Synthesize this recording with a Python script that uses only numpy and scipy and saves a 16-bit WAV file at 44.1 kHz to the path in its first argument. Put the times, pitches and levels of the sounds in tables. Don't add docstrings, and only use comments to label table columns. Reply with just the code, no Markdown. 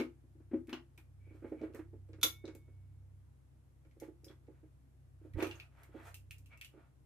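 import sys
import numpy as np
from scipy import signal
from scipy.fft import rfft, irfft
from scipy.io import wavfile
from scipy.ndimage import uniform_filter1d

SR = 44100
rng = np.random.default_rng(int(sys.argv[2]) if len(sys.argv) > 2 else 0)


def magnitude_from_level(level_db):
    exponent = np.asarray(level_db, float) / 20
    return 10 ** exponent


def file_out(sig):
    cols = np.atleast_2d(sig).T
    lim = np.clip(cols, -1, 1)
    pcm = np.round(lim * 32767).astype(np.int16)
    wavfile.write(sys.argv[1], SR, pcm)


N = 310905


def at_hz(points, hz):
    table = np.array(points)
    return np.interp(np.log(hz), np.log(table[:, 0]), table[:, 1])


def rms_one(x):
    return x / np.sqrt(np.mean(x ** 2) + 1e-20)


def band(x, low_hz, high_hz):
    return signal.sosfilt(signal.butter(2, [low_hz, min(high_hz, .45 * SR)], "band", fs=SR, output="sos"), x)


def ring(force, hz, t60):
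    r, w = magnitude_from_level(-60 / (t60 * SR)), 2 * np.pi * hz / SR
    return signal.lfilter([0, np.sin(w)], [1, -2 * r * np.cos(w), r * r], force + 1e-18)


def add(out, sound, s, pan_db=0., lag_s=0.):
    starts = (s + max(lag_s, 0), s + max(-lag_s, 0))
    for side, start, sign in zip(out, starts, (.5, -.5)):
        i = max(round(start * SR), 0)
        side[i:i + len(sound)] += sound[:N - i] * magnitude_from_level(sign * pan_db)


def gated(s, length_s, db):
    away = np.abs(np.arange(N) / SR - s) / (length_s / 2)
    gain = magnitude_from_level(db - 14.5 * away) * (away < 1)
    return uniform_filter1d(gain, size=600)


def contacts(count, t, fade_s, rough):
    force = rough * rng.standard_normal((count, len(t))) * np.exp(-t / fade_s)
    force[:, 0] = 3
    spectrum = rfft(force)
    colour = uniform_filter1d(np.abs(spectrum), size=15)
    even = spectrum * colour.mean(axis=1, keepdims=True) / colour
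    return irfft(even, len(t)) * np.exp(-t / (4 * fade_s))


def placed(tables):
    # lowest bench modes in dB, left over right for knocks in dB,
    # broad crack of ticks in dB, left over right for ticks in dB.
    places = [
        (4, 2.5, 3.5, 0),
        (-2, -4, 10, 2),
        (-8, -5, 4, 0.5),
        (-7, -6, -2, -1),
    ]
    upper_modes_db = [-4, 2.5, 3, 1]
    touches = []
    for rows, place, upper_db in zip(tables, places, upper_modes_db):
        touches += [(row, (*place, upper_db)) for row in rows]
    return touches


def floor():
    # frequency in Hz, level in dB per Hz.
    noise_colour = [(15, -38.5), (28, -5.5), (45, -5), (110, -1), (150, -2), (190, -15.5), (270, -9.5),
                    (400, -19), (800, -25), (2000, -32.5), (4500, -40.5), (9000, -38.5), (12500, -39.5),
                    (15500, -63.5)]
    # frequency in Hz, likeness of left and right (1 is the same noise).
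    likeness = [(60, 1), (240, 0.5), (950, 0), (3800, 0), (15000, 0.14)]
    hz = np.maximum(np.fft.rfftfreq(N, 1 / SR), 10)
    mid, side = rfft(rng.standard_normal((2, N))) * magnitude_from_level(at_hz(noise_colour, hz))
    alike = np.clip(at_hz(likeness, hz), 0, 1)
    pair = np.sqrt(1 + alike) * mid + np.sqrt(1 - alike) * side * np.array([[1], [-1]])
    return magnitude_from_level(-68) * rms_one(irfft(pair, N))


def hum():
    # frequency in Hz, amount of waver, left over right in dB, lead of the left in radians.
    lines = [(66, 1, 1.5, 0.27), (95.7, 0.17, -3, 0.14), (130.5, 1, 4.5, 0.42)]
    # level in dB at mean load, share of the load's swing.
    follows = [(-64, .25), (-64.5, 1), (-68, 0.13)]
    # time in seconds, level in dB.
    load = [(0.0, -73), (0.61, -58.5), (0.76, -77), (1.25, -55.5), (1.57, -64.5), (1.98, -54),
            (2.63, -61.5), (2.77, -55.5), (3.16, -58), (3.45, -72.5), (4.69, -66.5), (4.85, -76),
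            (5.46, -51), (5.75, -70), (6.09, -58), (6.48, -60), (6.77, -79.5), (7.05, -79)]
    out, t, sides = np.zeros((2, N)), np.arange(N) / SR, np.array([[.5], [-.5]])
    load_db = np.interp(t, *np.transpose(load))
    for (hz, waver, pan_db, lead), (db, share) in zip(lines, follows):
        steps = np.cumsum(rng.standard_normal(80)) * 0.58 * np.sqrt(waver)
        phase = 2 * np.pi * hz * t + np.interp(t, np.arange(80) / 10, steps)
        level = magnitude_from_level(db + share * (load_db - load_db.mean()))
        out += np.sqrt(2) * level * np.sin(phase + 2 * lead * sides) * magnitude_from_level(sides * pan_db)
    return out


def drags():
    # moment of
    # most pressure in seconds, length in seconds, scrape in dB, treble in dB against the scrape.
    strokes = [(0.0, 0.051, -46, -15), (0.566, .12, -84, -5), (1.357, 0.11, -77, -10),
               (1.49, 0.21, -76, -11), (1.637, 0.099, -64.5, -18), (1.774, 0.086, -82, 6),
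               (4.044, 0.087, -71.5, -8), (4.29, .15, -90, 7), (4.563, 0.28, -82.5, -21.5),
               (5.263, 0.16, -80, -12), (5.416, 0.088, -46, -20), (5.522, 0.3, -65, -10.5),
               (5.806, 0.2, -69, -16.5), (5.999, 0.18, -63.5, -17.5), (6.077, 0.1, -61, -7.5),
               (6.529, 0.07, -67.5, -26), (6.796, 0.18, -72, -35)]
    # moment of most pressure in seconds, length in seconds,
    # level in dB, pitch in Hz.
    squeaks = [(1.287, 0.19, -76.5, 2280), (1.467, 0.081, -74, 2170), (1.546, .05, -78, 2270),
               (1.647, .05, -74, 2240), (1.588, 0.035, -68, 2290), (4.021, 0.05, -68, 2160),
               (6.53, .055, -61.5, 2293), (6.581, 0.017, -64, 2700)]
    sizes = magnitude_from_level(2 * rng.exponential(1, (2, N))) * rng.standard_normal((2, N))
    grains = sizes * (rng.random((2, N)) < 5000 / SR)
    low = rms_one(band(band(grains[0], 310, 1740), 400, 4000))
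    high = rms_one(band(grains[1], 2300, 14000))
    out = np.zeros(N)
    for s, length_s, db, treble_db in strokes:
        out += gated(s, length_s, db) * (low + magnitude_from_level(treble_db) * high)
    for s, length_s, db, hz in squeaks:
        out += gated(s, length_s, db) * rms_one(ring(sizes[0], hz, 0.025))
    return out * np.ones((2, 1))


def ticks():
    # start in seconds, peak in dB, ring in Hz, treble in dB.
    lamp = [(0.0, -30.5, 2290, -8), (0.6716, -58.5, 2340, 10), (0.6943, -44, 2320, 1),
            (0.7297, -30.5, 2860, -9.5), (0.9771, -48.5, 2400, 6)]
    start = [(1.344, -72, 2380, -20), (1.6152, -56, 2430, -23), (1.727, -69, 2480, -12),
             (1.737, -61, 2720, 3), (1.7473, -58, 2450, 18.5), (1.7589, -59, 2430, -18),
             (1.7929, -77, 2140, -15), (2.0894, -67.5, 8000, -1), (2.1322, -55, 2230, -25),
             (2.454, -45.5, 3700, -41), (2.4776, -47, 2184, -40), (2.5504, -60, 2360, 20)]
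    release = [(3.8487, -65.5, 2230, -21), (3.9115, -62, 2120, -23), (4.0006, -58.5, 2060, 21.5),
               (4.033, -50.5, 1915, -18), (4.2443, -44.5, 5070, 7.5), (4.2824, -49, 3450, -30),
               (4.3121, -55, 2050, -20), (4.469, -65, 2064, -12)]
    stop = [(5.336, -47.5, 1940, -5), (5.3808, -71, 1820, -7), (5.4044, -33, 2500, -25),
            (5.4257, -25.5, 2330, -3), (5.43, -40.5, 6260, -20), (5.444, -33.5, 2650, -28),
            (5.447, -47, 6100, -20), (5.4688, -34.5, 2550, 0.5), (5.5114, -33.5, 2700, -27),
            (5.5544, -52, 6580, -15), (5.566, -59, 1840, -12), (5.599, -34, 2500, -9),
            (5.7713, -59, 2220, -20), (5.8335, -48.5, 2064, 6), (6.1433, -40, 2720, 9),
            (6.3088, -35.5, 2580, 1.5), (6.383, -64.5, 2470, 20.5), (6.4601, -54, 2670, 7.5),
            (6.5151, -56, 2260, -25), (6.574, -57, 2200, 10.5), (6.6124, -33, 2660, -2),
            (6.6467, -38, 2920, 3)]
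    out, t = np.zeros((2, N)), np.arange(round(.08 * SR)) / SR
    touches = placed([lamp, start, release, stop])
    bursts = contacts(count=len(touches), t=t, fade_s=.003, rough=.6)
    lags = rng.uniform(-1, 1, len(touches)) * 0.00042
    for burst, lag_s, ((s, db, hz, treble_db), (_, _, mid_db, pan_db, _)) in zip(bursts, lags, touches):
        shell = ring(burst, hz, .01)
        crack = .5 * magnitude_from_level(mid_db) * band(burst, 2000, 6100)
        tick = band(crack - 0.69 * shell / np.abs(shell).max(), 1500, 19000)
        treble = .5 * magnitude_from_level(treble_db) * band(burst, 4700, 18000)
        add(out, magnitude_from_level(db - 4.0) * (tick + treble), s, pan_db, lag_s)
    return out


def bench():
    # frequency in Hz, level in dB, time to fall 60 dB in seconds.
    top_modes = [(250.2, -2.5, 0.11), (312.3, 1, 0.2), (343.2, 1, 0.21), (326, -4.5, 0.06),
                 (378.5, -5, 0.21), (435.4, -11.5, 0.39), (475.5, -9, 0.059), (543.2, -12, 0.21),
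                 (628, -12.5, 0.037), (751.3, -19.5, 0.055), (856, -24.5, 0.18)]
    # time in seconds, peak in dB, rattle in dB, contact in ms.
    lamp = [(0.0, -27.5, 2, 1.1), (0.241, -59.5, -40, 14.7), (0.356, -55, -26.5, 10),
            (0.404, -52.5, -0.5, 13), (0.515, -40.5, 2, 9.3), (0.538, -25, -5.5, 14.9),
            (0.691, -41, 10.5, 21), (0.729, -35, 15, 10.4), (0.76, -71, 12, 8.4), (0.979, -60, 19, 3.2)]
    start = [(1.27, -58, 0, 8.7), (1.309, -50.5, -2, 10.6), (1.347, -50, 1, 6.1), (1.426, -43, 1, 11.5),
             (1.446, -35, 2.5, 8.9), (1.523, -31.5, -5.5, 12), (1.566, -46.5, -7, 9.2),
             (1.616, -34.5, -29, 13.4), (1.635, -33.5, -15, 10), (1.699, -45.5, -1, 9.2),
             (1.751, -40.5, 9.5, 20), (1.793, -36, 5.5, 9.2), (1.937, -46.5, -5.5, 15.7),
             (2.092, -51.5, 1.5, 10.6), (2.135, -51, 10, 12), (2.187, -51, 4.5, 12.6),
             (2.242, -39, 15, 7.6), (2.443, -38, 1.5, 8.5), (2.48, -41, 6, 7.8), (2.551, -49.5, 4.5, 9.7),
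             (2.68, -57, 6.5, 6.3)]
    release = [(3.852, -61.5, 10, 10.5), (3.97, -54.5, -7, 16.7), (4.024, -39, -4.5, 19.6),
               (4.085, -43, -14, 9), (4.236, -56, -4, 6), (4.267, -51.5, 4.5, 8.1), (4.299, -49, 10, 11),
               (4.485, -47.5, -10, 9.6), (4.635, -52.5, -9, 8.8)]
    stop = [(5.217, -55, -6, 9), (5.251, -48, -33, 10), (5.359, -41.5, 4.5, 14), (5.387, -32, -17, 11),
            (5.424, -26.5, 8, 8), (5.47, -37, -8, 8), (5.893, -56, -7, 10), (5.948, -43, -10, 14),
            (5.998, -57, 21, 9), (6.743, -55, -8, 15), (6.776, -53.5, -4, 8)]
    # level in dB, pitch in Hz, time to fall 60 dB in seconds.
    wrist = (-30.5, 86, 0.047)
    wrist_times = (5.343, 5.367)
    out, t = np.zeros((2, N)), np.arange(round(.25 * SR)) / SR
    knocks = placed([lamp, start, release, stop])
    luck_db = rng.normal(0, 3, (len(knocks), len(top_modes)))
    phases = rng.uniform(0, 2 * np.pi, luck_db.shape)
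    rough = rng.standard_normal((len(knocks), len(t)))
    hz, mode_db, t60 = np.transpose(top_modes)[:, :, None]
    fade_db = -60 * np.maximum(t - 0.013, 0) / np.clip(t60, .05, .16)
    for k, ((s, db, rattle_db, contact_ms), (low_db, pan_db, _, _, upper_db)) in enumerate(knocks):
        contact_s = np.clip(contact_ms, 1, 40) / 1000
        swell = np.sin(np.pi / 2 * np.minimum(t / contact_s, 1)) ** 2
        strength_db = mode_db + luck_db[k][:, None] + low_db * (hz < 275) + upper_db * (hz > 420)
        modes = magnitude_from_level(strength_db + fade_db) * np.sin(2 * np.pi * hz * t + phases[k][:, None])
        boom = swell * modes.sum(axis=0)
        loose = rough[k] * swell * magnitude_from_level(-60 * t / 0.17)
        rattle = band(band(loose, 600, 2300), 600, 2300)
        knock = boom / np.abs(boom).max() + magnitude_from_level(rattle_db - 21.5) * rattle / np.abs(rattle).max()
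        add(out, magnitude_from_level(db) * knock, s - .7 * contact_s, pan_db)
    db, hz, t60 = wrist
    push = np.r_[np.hanning(200) / 100, 0 * t]
    for s in wrist_times:
        add(out, -magnitude_from_level(db) * ring(push, hz, t60), s, -10.5)
    return out


def relay():
    # time in seconds, level in dB.
    bounces = [
        (2.2136, -45.5),
        (2.2265, -56),
        (2.2302, -20),
        (2.232, -23),
        (2.233, -16),
        (2.2355, -34),
        (2.241, -34),
        (2.2445, -36.5),
    ]
    # frequency in Hz, level in dB, time to fall 60 dB in seconds.
    case_modes = [(1400, -4, .012), (2270, -7, .008), (3540, 2, .016), (4050, 0, .01), (5350, -4, .006),
                  (5800, -3, .008), (7200, -5, .004), (9000, -12, .003), (12400, 3, .004),
                  (13900, -7, .003), (15300, 0, .003)]
    # frequency in Hz, level in dB, time to fall 60 dB in seconds.
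    spring_tones = [(2213, -60, 1.25), (3610, -64, .75)]
    snap, t = np.zeros((2, N)), np.arange(round(.1 * SR)) / SR
    bursts = contacts(count=len(bounces), t=t, fade_s=0.0031, rough=0.78)
    for burst, (s, db) in zip(bursts, bounces):
        case = np.zeros(len(t))
        for k, (hz, mode_db, t60) in enumerate(case_modes):
            case += (-1) ** k * magnitude_from_level(mode_db) * ring(burst, hz, np.clip(t60, .002, .016))
        case = band(case, 1150, 19000)
        crack = magnitude_from_level(-6) * band(burst, 2000, 19000)
        add(snap, magnitude_from_level(db) * (case / np.abs(case).max() + crack), s, pan_db=0.5, lag_s=.000023)
    blow = np.r_[1., np.zeros(2 * SR)]
    spring = np.zeros((2, N))
    for hz, db, t60 in spring_tones:
        add(spring, magnitude_from_level(db) * ring(blow, hz, t60), bounces[2][0])
    return snap, spring


def room(x):
    # frequency in Hz, time for echoes to fall 60 dB in seconds.
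    echo_times = [(300, 0.25), (1500, 0.21), (4000, 0.17), (9000, 0.2), (14000, 0.15)]
    t = np.arange(round(.4 * SR)) / SR
    mid, side = rng.standard_normal((2, len(t)))
    side = signal.sosfilt(signal.butter(1, 514, "high", fs=SR, output="sos"), side)
    noise = np.array([mid + side, mid - side])
    edges = 100 * 2. ** np.arange(9)
    tail = np.zeros((2, len(t)))
    for k, (low_hz, high_hz) in enumerate(zip(edges, edges[1:])):
        fade = magnitude_from_level(-60 * t / at_hz(echo_times, np.sqrt(low_hz * high_hz)))
        tail += (-1) ** k * band(noise, low_hz, high_hz) * fade
    onset = np.clip(t / 0.0013, 0, 1)
    tail = tail * onset / np.sqrt(np.mean(np.sum(tail ** 2, axis=1)))
    return signal.fftconvolve(x, tail, axes=1)[:, :N]


def scene():
    wood, (snap, spring) = bench(), relay()
    airborne = ticks() + snap + drags()
    echoes = room(magnitude_from_level(1.5) * airborne + magnitude_from_level(-8) * wood)
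    return wood + airborne + spring + echoes + hum() + floor()


def low_pass(x):
    return signal.sosfilt(signal.butter(12, 16470, fs=SR, output="sos"), x)


def record(dry):
    dry = signal.sosfilt(signal.butter(2, 29.7, "high", fs=SR, output="sos"), dry)
    mix = signal.sosfilt(signal.cheby2(12, 60, 16300, fs=SR, output="sos"), dry)
    return low_pass(mix)


dry = scene()
out = record(dry)
file_out(out)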